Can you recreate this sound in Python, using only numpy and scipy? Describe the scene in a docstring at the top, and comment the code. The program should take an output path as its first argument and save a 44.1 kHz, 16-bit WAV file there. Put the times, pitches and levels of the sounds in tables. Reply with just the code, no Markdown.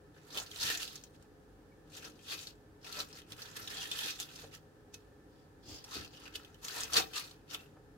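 """A small kitchen, microphones close to a cooker pot: two hands spread and press down chopped raw cabbage.
Leaf edges catch and slip in swarms of tiny ringing cracks, and the squeezed pile crunches duller below.
Stiff ribs snap and tear as short bursts; soft thuds are swelling bands of noise; a few leaves squeak.
Leaves also slide on a cutting board, as a hiss of fine cracks. Pot, hollows and kitchen answer with
resonances and a short reverberation, over low room noise and hum made of shaped noise."""
import sys
import numpy as np
from scipy import signal
from scipy.fft import rfft, irfft
from scipy.io import wavfile
from scipy.ndimage import uniform_filter1d

SR = 44100
rng = np.random.default_rng(int(sys.argv[2]) if len(sys.argv) > 2 else 0)


def transcribe(signal):
    """Save signal, clipped to [-1, 1], as a 16-bit WAV file at the path in sys.argv[1]."""
    frames = np.atleast_2d(signal).T
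    limited = np.clip(frames, -1, 1)
    pcm = np.round(limited * 32767).astype(np.int16)
    wavfile.write(sys.argv[1], SR, pcm)


N = 351477
TIME = np.arange(N) / SR

# Levels of sources are given ahead of the trims in their functions and of the pot and kitchen.
# strokes of the hands through the pile: peak_s, build_up_s, let_go_s, crackle_level_db,
# crunch_db (relative to crackle), left_over_right_db
HAND_STROKES = [(0.174, 0.033, 0.034, -65, -3, 0), (0.29, 0.071, 0.063, -60, -5.5, -3.5),
                (0.382, 0.051, 0.056, -40, -8, -1.5), (0.622, 0.024, 0.18, -34, -17.5, 0),
                (0.712, 0.14, 0.064, -37.5, -11, -3), (0.824, 0.047, 0.03, -40, -12, -3),
                (0.956, 0.14, 0.041, -54, -8.5, -5), (1.148, 0.011, 0.018, -63.5, -10, -4),
                (1.226, 0.019, 0.02, -64.5, -8, -2), (1.979, 0.049, 0.023, -46.5, -12.5, 1),
                (2.055, 0.042, 0.041, -48, -5.5, 1.5), (2.333, 0.048, 0.024, -38, -11, 2),
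                (2.43, 0.158, 0.03, -47, -15, 2.0), (2.473, 0.0084, 0.032, -49.5, -15, 0),
                (2.858, 0.022, 0.15, -49.5, -6, 1.0), (3.001, 0.071, 0.031, -40.5, -8.5, 1.0),
                (3.187, 0.11, 0.034, -51.5, -8.5, 1), (3.331, 0.037, 0.009, -49.5, -7.5, -1.5),
                (3.398, 0.037, 0.2, -50.5, -6.5, -1.5), (3.562, 0.012, 0.13, -45.5, -8.5, -1.5),
                (3.71, 0.019, 0.065, -45, -10.0, -2.5), (3.829, 0.16, 0.064, -43, -8.5, -1),
                (3.999, 0.107, 0.151, -41.5, -10.5, -2.5), (4.101, 0.16, 0.023, -38, -17.5, -1),
                (4.213, 0.023, 0.029, -39.5, -19, -1), (4.41, 0.19, 0.061, -51, -9, -1),
                (4.543, 0.021, 0.026, -50, -8.5, -3.5), (4.947, 0.01, 0.0077, -47, -17, -2),
                (5.954, 0.035, 0.018, -41.5, -19, 1), (5.98, 0.1, 0.071, -47.5, -3, 1.0),
                (6.14, 0.021, 0.084, -59, -6.5, 1.0), (6.278, 0.106, 0.016, -55, -2.5, 0),
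                (6.358, 0.014, 0.01, -41.5, -29, 1), (6.38, 0.155, 0.16, -64, 2, 2),
                (6.645, 0.019, 0.11, -44.0, -12, 1.0), (6.782, 0.082, 0.094, -39.5, -6.5, 1),
                (6.976, 0.037, 0.034, -26.0, -7.5, 1.0), (7.17, 0.03, 0.045, -35, -11.5, 1.5),
                (7.242, 0.023, 0.082, -52.5, -6, -0.5), (7.508, 0.013, 0.028, -50, -24, 8),
                (7.545, 0.033, 0.017, -42.5, -7.5, -1), (7.604, 0.0284, 0.062, -60, -1.5, 0.5)]
# a stroke lies FLANK_DB under its peak one build-up before and one let-go after; ROUNDNESS 1 = pointed, 2 = bell
FLANK_DB, ROUNDNESS = -10.0, 1.37
# after each stroke the leaves spring back and creak to rest, from this level under the peak
SETTLE_DB, SETTLE_DB_PER_S = -20, 106.5
# filter of the crackling leaf edges: frequency_hz, gain_db
EDGE_COLOUR = [(600, -47), (1500, -4.5), (2200, -11), (2700, -3.5), (3600, -2), (4600, -2), (6300, -5),
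               (8000, -9.5), (10000, -12.5), (13000, -10.5), (16000, -18)]
# filter of the duller cracks deep in the pile: frequency_hz, gain_db
PILE_COLOUR = [(100, -32), (300, 3), (600, -5), (900, -2), (1300, 1.5), (1750, 5), (2150, -2.5),
               (3000, 0.5), (6000, -14.5)]
# the loudest ribs snapping: crack_s, peak_level_db, pitch_hz
RIB_SNAPS = [(0.347, -31.5, 3170), (0.3735, -24, 3170), (0.3846, -24.5, 3670), (0.5142, -36, 3280),
             (0.5606, -30.5, 3800), (0.7015, -16, 1740), (0.8303, -24, 3750), (0.878, -31.5, 3650),
             (0.9564, -30.5, 6260), (1.038, -36.5, 6590), (2.3915, -33.5, 4260), (2.471, -33, 4160),
             (2.9255, -30, 4040), (3.0028, -25, 4060), (3.3209, -31, 3520), (3.4196, -32, 4300),
             (3.5669, -28, 1790), (3.6757, -28.5, 3580), (3.915, -24, 3480), (3.9893, -25.5, 3470),
             (4.2004, -23.5, 7100), (4.36, -34.5, 6000), (4.5504, -36, 5830), (4.9418, -34.5, 6300),
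             (5.8421, -39, 5500), (6.0477, -35.5, 2830), (6.3555, -26.5, 2770), (6.4479, -41.5, 3170),
             (6.5444, -46.5, 3100), (6.6489, -30, 6100), (6.683, -28, 4700), (6.8055, -22.5, 7160),
             (6.8344, -22.5, 6200), (6.934, -18, 5960), (6.9421, -18.5, 4460), (6.9672, -11.5, 4410),
             (7.3107, -41.5, 4200), (7.5457, -25.5, 3120)]
# filter of the snapping ribs: frequency_hz, gain_db
RIB_COLOUR = [(300, -1.5), (1500, -8), (2100, -3.5), (2800, 4.5), (6000, 2), (9000, -3.5), (15000, -4.5)]
# pushes that reach the pot: centre_s, peak_level_db, pitch_hz, length_s (centre to 1/e of the swell)
POT_PUSHES = [(0.371, -48, 406, 0.012), (0.648, -49, 122, 0.04), (2.053, -58.5, 303, 0.11),
              (2.994, -48.5, 590, 0.028), (3.328, -50, 108, 0.016), (3.618, -56.5, 131, 0.16),
              (4.06, -50.5, 314, 0.022), (4.444, -48.5, 490, 0.0098), (5.698, -52, 275, 0.035),
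              (5.72, -53, 70, .039), (5.968, -42, 285, 0.01), (5.991, -45, 88, 0.02),
              (6.964, -55.5, 80, 0.11), (6.99, -42, 295, 0.019), (7.55, -54.5, 480, .016),
              (7.772, -57, 785, 0.0065)]
# waxy leaves squeaking on each other: centre_s, peak_level_db, pitch_hz, length_s (centre to 1/e)
LEAF_SQUEAKS = [(1.725, -69, 2270, 0.0064), (1.95, -54, 6040, 0.0048), (2.2, -68, 3200, 0.011),
                (3.797, -46, 3210, 0.0057), (3.821, -43, 2820, 0.0057), (4.229, -52, 3470, 0.0056),
                (6.944, -32.5, 4560, 0.0063), (7.601, -55, 2670, 0.0062)]
# leaves pushed across the cutting board: fastest_s, length_s (centre to 1/e), level_db
BOARD_SLIDES = [(5.38, 0.086, -74.5), (5.73, 0.073, -49.5)]
# filter of the hiss on the board: frequency_hz, gain_db
SLIDE_COLOUR = [(500, 0), (1800, -8), (3200, -4.5), (4000, -7), (5000, 1.5), (5800, -7.5), (7000, -8),
                (8500, -15), (15000, -13)]
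# hollows between the leaves that ring while a hand holds them in shape; the short row at 777 Hz is instead the
# pot's low mode ringing harder during the hardest press: start_s, end_s, pitch_hz, gain_db
LEAF_HOLLOWS = [(0.342, 0.432, 587, 12), (0.638, 0.79, 1800, 4), (2.277, 2.517, 4740, -7),
                (2.88, 3.194, 1350, 1), (3.396, 4.152, 1750, -2.5), (3.74, 3.87, 3260, 4.5),
                (3.893, 4.255, 3520, -2.5), (5.916, 6.3, 4730, 0), (6.11, 6.3, 2900, 3),
                (6.91, 7.216, 1170, 1), (6.953, 7.03, 777, 5.5), (7.122, 7.276, 4330, -3),
                (7.522, 7.68, 2710, 0.5)]
# resonances of the filled pot: pitch_hz, width_hz, gain_db
POT_RESONANCES = [(299, 5.5, 6), (448, 44, 4.5), (771, 26, 2.5), (1180, 6.9, -20), (1310, 51, 1),
                  (1740, 12, -9), (2565, 22, -2.5), (4240, 21, -10), (5920, 45, -6)]
# kitchen reverberation: frequency_hz, t60_s
KITCHEN_DECAY = [(300, 0.44), (1300, 0.16), (3500, 0.15), (9000, 0.084), (15000, 0.29)]
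# spectrum of the room noise: frequency_hz, relative_level_db
AIR_SPECTRUM = [(15, -31.5), (25, -21), (86, -3.5), (227, -10), (305, -3), (378, -14), (410, -9.5),
                (537, -9), (614, -21), (762, -15), (1140, -23.5), (1710, -20.5), (2060, -30.5), (4870, -34),
                (15500, -42.5)]
AIR_DB = -60.5  # overall room noise, rms
# likeness of the background in both ears: frequency_hz, correlation (0-1)
EAR_LIKENESS = [(60, 0.91), (200, 0.93), (450, 0.74), (1000, 0.13), (3000, 0)]
# hum and resonances of a running appliance: pitch_hz, width_hz (centre to half amplitude), level_db (rms)
APPLIANCE_HUM = [(48, 4.2, -70), (97.4, 2.4, -71.5), (152.3, 1.7, -73), (296.5, 27, -80.5),
                 (418.3, 13, -69), (784, 26, -84), (1280, 64, -81), (1757, 18, -80.5)]
BAND_LIMIT_HZ = 15900


def handling():
    """Each stroke builds up, lets go and settles; gives crackle and crunch strength and left-right ratio."""
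    edge_power, pile_power, weighted_side = np.zeros((3, N)) + 1e-14
    for s, build, let_go, db, crunch_db, side_db in HAND_STROKES:
        since = TIME - s
        flank = np.where(since < 0, build, let_go)
        press = amp(FLANK_DB * abs(since / flank) ** ROUNDNESS)
        settle = amp(SETTLE_DB - SETTLE_DB_PER_S * abs(since)) * (since > 0)
        power = amp(db) ** 2 * (press ** 2 + settle ** 2)
        edge_power += power
        pile_power += power * amp(crunch_db) ** 2
        weighted_side += power * side_db
    # where strokes overlap, the side is their mean weighted by power, so the stronger one counts most
    return np.sqrt(edge_power), np.sqrt(pile_power), amp(weighted_side / edge_power)


def rustle(edge, pile, side, edge_db=-3, pile_db=-1.5, cracks_per_s=2600, rate_growth=0.6):
    """Harder strokes set off more and louder cracks; squeezed leaves deep in the pile sound duller."""
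    per_s = cracks_per_s * (unit(edge) + 0.081) ** rate_growth
    edges = swarm(per_s, scatter_db=2.5, clump_db=2.5, low_hz=2170, high_hz=12900)
    depths = swarm(per_s, scatter_db=2, clump_db=0.5, low_hz=486, high_hz=2440)
    crackle = amp(edge_db) * edge * unit(colour(edges, EDGE_COLOUR))
    crunch = amp(pile_db) * pile * unit(colour(depths, PILE_COLOUR))
    return (crackle + crunch) * np.sqrt([side, 1 / side])


def swarm(per_s, scatter_db, clump_db, low_hz, high_hz, turn_db=8, count=24):
    """Clumps of tiny cracks of uneven size at a steady mean level; a few leaves at a time take the lead."""
    leaf = rng.integers(0, count, N)
    leads = np.array([wander(30) for _ in range(count)])
    lead = leads[leaf, np.arange(N)]
    scatter = np.minimum(rng.exponential(1, N), 4)
    sizes = amp(scatter_db * scatter + clump_db * wander(160) + turn_db * lead)
    cracks = sizes * rng.choice([-1, 1], N) * (rng.random(N) < per_s / SR)
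    # the hand feeds in energy evenly
    cracks /= np.sqrt(abs(uniform_filter1d(cracks ** 2, size=1300)) + 1e-6)
    out = np.zeros((2, N))
    for k, hz in enumerate(np.geomspace(low_hz, high_hz, count)):
        own_cracks = (cracks * (leaf == k))[None]
        out += signal.oaconvolve(own_cracks, spot(hz), axes=1)[:, :N]
    return out


def spot(hz, sharpness=5.6, dry_click=0.28, spread_s=0.000601, wall_db=6.5, wall_s=0.01, size=1200):
    """One crack at one place: a leaf flicks, and the pot wall scatters it unequally to the two ears."""
    t = np.arange(size) / SR
    paths = rng.standard_normal((2, size)) * (rng.random((2, size)) < 0.2) * np.exp(-t / wall_s)
    paths *= amp(wall_db) / np.linalg.norm(paths, axis=1, keepdims=True)
    paths += np.sinc((t - spread_s * rng.random((2, 1))) * SR)  # direct click, own delay at each ear
    flick = ring(paths, hz, hz / sharpness) + dry_click * paths
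    return flick / np.linalg.norm(flick) * np.sqrt(2)


def snaps(ribs, tear_s=0.0069, warning_s=0.00097, fibre_size=0.4, fibres_per_s=1400, size=1800, count=300):
    """A rib gives way: a few fibres go first, then one sharp crack and a short run of tearing."""
    out = np.zeros((2, N))
    t = (np.arange(size) - count) / SR  # the main crack falls on sample number count
    for s, db, hz in ribs:
        strain = np.exp(-abs(t) / np.where(t < 0, warning_s, tear_s))
        fibres = rng.standard_normal(size) * (rng.random(size) < fibres_per_s / SR)
        tear = fibre_size * fibres * strain
        tear[count] = 1
        rib = spot(hz, sharpness=5, dry_click=0.3, wall_db=1.5, wall_s=0.005)
        crack = colour(signal.fftconvolve(tear[None], rib, axes=1), RIB_COLOUR)
        add(out, s + t[0], amp(db) * crack / abs(crack).max(1).mean())
    return out


def small_ribs(edge, per_s=7, above_db=8.0, scatter_db=0.5, moving_db=-66, low_hz=2800, high_hz=6500, count=160):
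    """Thin ribs give way at random while leaves move, in step with the stroke: rows (s, peak dB, pitch Hz)."""
    when, chance, size, pitch = rng.random((count, 4)).T
    s = when * N / SR
    stroke_db = 20 * np.log10(np.interp(s, TIME, edge))
    peak_db = stroke_db + above_db + scatter_db * (2 * size - 1)
    rows = np.transpose([s, peak_db, low_hz * (high_hz / low_hz) ** pitch])
    return rows[(chance < per_s * N / SR / count) & (stroke_db > moving_db)]


def pushes(push_db=-6, apart=0.18):
    """The springy pile passes each push on to the pot as a dull, short rumble."""
    out = np.zeros((2, N))
    t = np.arange(SR // 2) / SR - 1 / 4
    for s, db, hz, length in POT_PUSHES:
        both, side = rng.standard_normal((2, len(t)))
        ears = np.array([both + apart * side, both - apart * side])
        rumble = ring(ring(ears, hz, hz), hz, hz)
        swell = np.exp(-(t / length) ** 2)
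        # scaled so that the level holds at the top of the swell
        add(out, s + t[0], amp(db + push_db) * unit(rumble * swell) * np.sqrt(np.mean(swell ** 2)))
    return out


def squeaks(unsteady=0.013, size=4000):
    """Two leaves stick and slip so fast that a brief, unsteady pitch appears."""
    out = np.zeros((2, N))
    t = (np.arange(size) - size / 2) / SR
    for s, db, hz, length in LEAF_SQUEAKS:
        drift = unit(uniform_filter1d(rng.standard_normal(size), size=60))
        turns = np.cumsum(hz * (1 + unsteady * drift)) / SR
        tone = np.sin(2 * np.pi * (turns + rng.random((2, 1)) / 2))  # own phase at each ear
        add(out, s + t[0], amp(db) * np.sqrt(2) * tone * np.exp(-(t / length) ** 2))
    return out


def slide(flatness=2.7):
    """Flat leaves rub along the board in a fine, juddering hiss that swells and stops."""
    speed = sum(amp(db) * np.exp(-abs((TIME - s) / length) ** flatness) for s, length, db in BOARD_SLIDES)
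    rub = swarm(7000, scatter_db=2.5, clump_db=2.0, low_hz=2860, high_hz=7450, turn_db=6.5, count=12)
    return speed * unit(colour(rub, SLIDE_COLOUR))


def hollows(x, sharpness=11, fade_s=0.051):
    """Each hollow lends its own pitch to the cracks for as long as it lasts."""
    out = x.copy()
    for start, end, hz, db in LEAF_HOLLOWS:
        held = np.clip(np.minimum(TIME - start, end - TIME) / fade_s + 0.5, 0, 1)
        out += amp(db) * ring(x * held, hz, hz / sharpness)
    return out


def pot(x, through_db=1.0):
    """The filled pot rings briefly with every crack and push."""
    ringing = sum(amp(db) * ring(x, hz, width) for hz, width, db in POT_RESONANCES)
    return amp(through_db) * (x + ringing)


def kitchen(x, wet_db=-10, first_s=0.011):
    """Dense reflections off worktop and walls, each band dying at its own speed."""
    taps = rng.standard_normal((2, SR // 2)) * (TIME[:SR // 2] > first_s)
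    hz, t, bands = signal.stft(taps, SR, nperseg=256)
    decay = amp(-60 * t / read(KITCHEN_DECAY, hz)[:, None])
    tail = signal.istft(bands * decay, SR, nperseg=256)[1]
    return x + amp(wet_db) * signal.fftconvolve(x, tail / np.linalg.norm(tail[0]), axes=1)[:, :N]


def room_noise():
    """Low, steady noise of the room with the wavering hum of an appliance, both as shaped noise."""
    hz = np.fft.rfftfreq(N, 1 / SR)
    both, side = rfft(rng.standard_normal((2, N)))
    same = np.clip(read(EAR_LIKENESS, hz), 0, 1)
    ears = np.sqrt((1 + same) / 2) * both + np.array([[1], [-1]]) * np.sqrt((1 - same) / 2) * side
    power = (amp(AIR_DB) * unit(amp(read(AIR_SPECTRUM, hz)))) ** 2
    for f, width, db in APPLIANCE_HUM:
        peak = unit(1 / (1 + ((hz - f) / width) ** 2))
        power += (amp(db) * peak) ** 2
    return irfft(ears * np.sqrt(power), N)


def amp(db):
    """Decibels to gain."""
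    return 10 ** (np.asarray(db) / 20)


def unit(x):
    """Scales to rms 1."""
    return x / np.sqrt(np.mean(x ** 2) + 1e-20)


def read(points, hz):
    """Reads a table on a log-frequency axis."""
    f, value = np.transpose(points)
    return np.interp(np.log(hz + 1), np.log(f + 1), value)


def add(mix, s, sound):
    """Mixes a stereo sound in at time s."""
    part = mix[:, max(round(s * SR), 0):][:, :sound.shape[1]]
    part += sound[:, :part.shape[1]]


def colour(x, points, size=2048):
    """Causal filter with the given spectrum, so that clicks keep their sharp front."""
    log_gain = np.log(amp(read(points, abs(np.fft.fftfreq(size, 1 / SR)))))
    # minimum phase: the Hilbert transform of the log gain
    taps = np.fft.ifft(np.exp(np.conj(signal.hilbert(log_gain)))).real
    return signal.oaconvolve(x, taps[None], axes=1)[:, :x.shape[1]]


def ring(x, hz, width):
    """One resonance of gain 1 at its peak, width in Hz."""
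    return signal.lfilter(*signal.iirpeak(hz, hz / width, fs=SR), x)


def wander(per_s):
    """Random drift of straight lines between normal draws, per_s draws a second."""
    knots = np.arange(-rng.random() / per_s, N / SR + 1, 1 / per_s)
    return np.interp(TIME, knots, rng.standard_normal(len(knots)))


def scene():
    """Leaves in the pot and on the board, heard in the kitchen."""
    edge, pile, side = handling()
    leaves = rustle(edge, pile, side) + snaps([*RIB_SNAPS, *small_ribs(edge)])
    in_pot = pot(hollows(leaves) + pushes())
    rubs = squeaks() + slide()  # these bypass the pot resonances
    return kitchen(in_pot + rubs) + room_noise()


def record(dry):
    """The recorder's band limit: a steep low-pass."""
    taps = signal.firwin(511, BAND_LIMIT_HZ, window=("kaiser", 8), fs=SR)
    return signal.oaconvolve(dry, taps[None], "same")


dry = scene()
out = record(dry)
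transcribe(out)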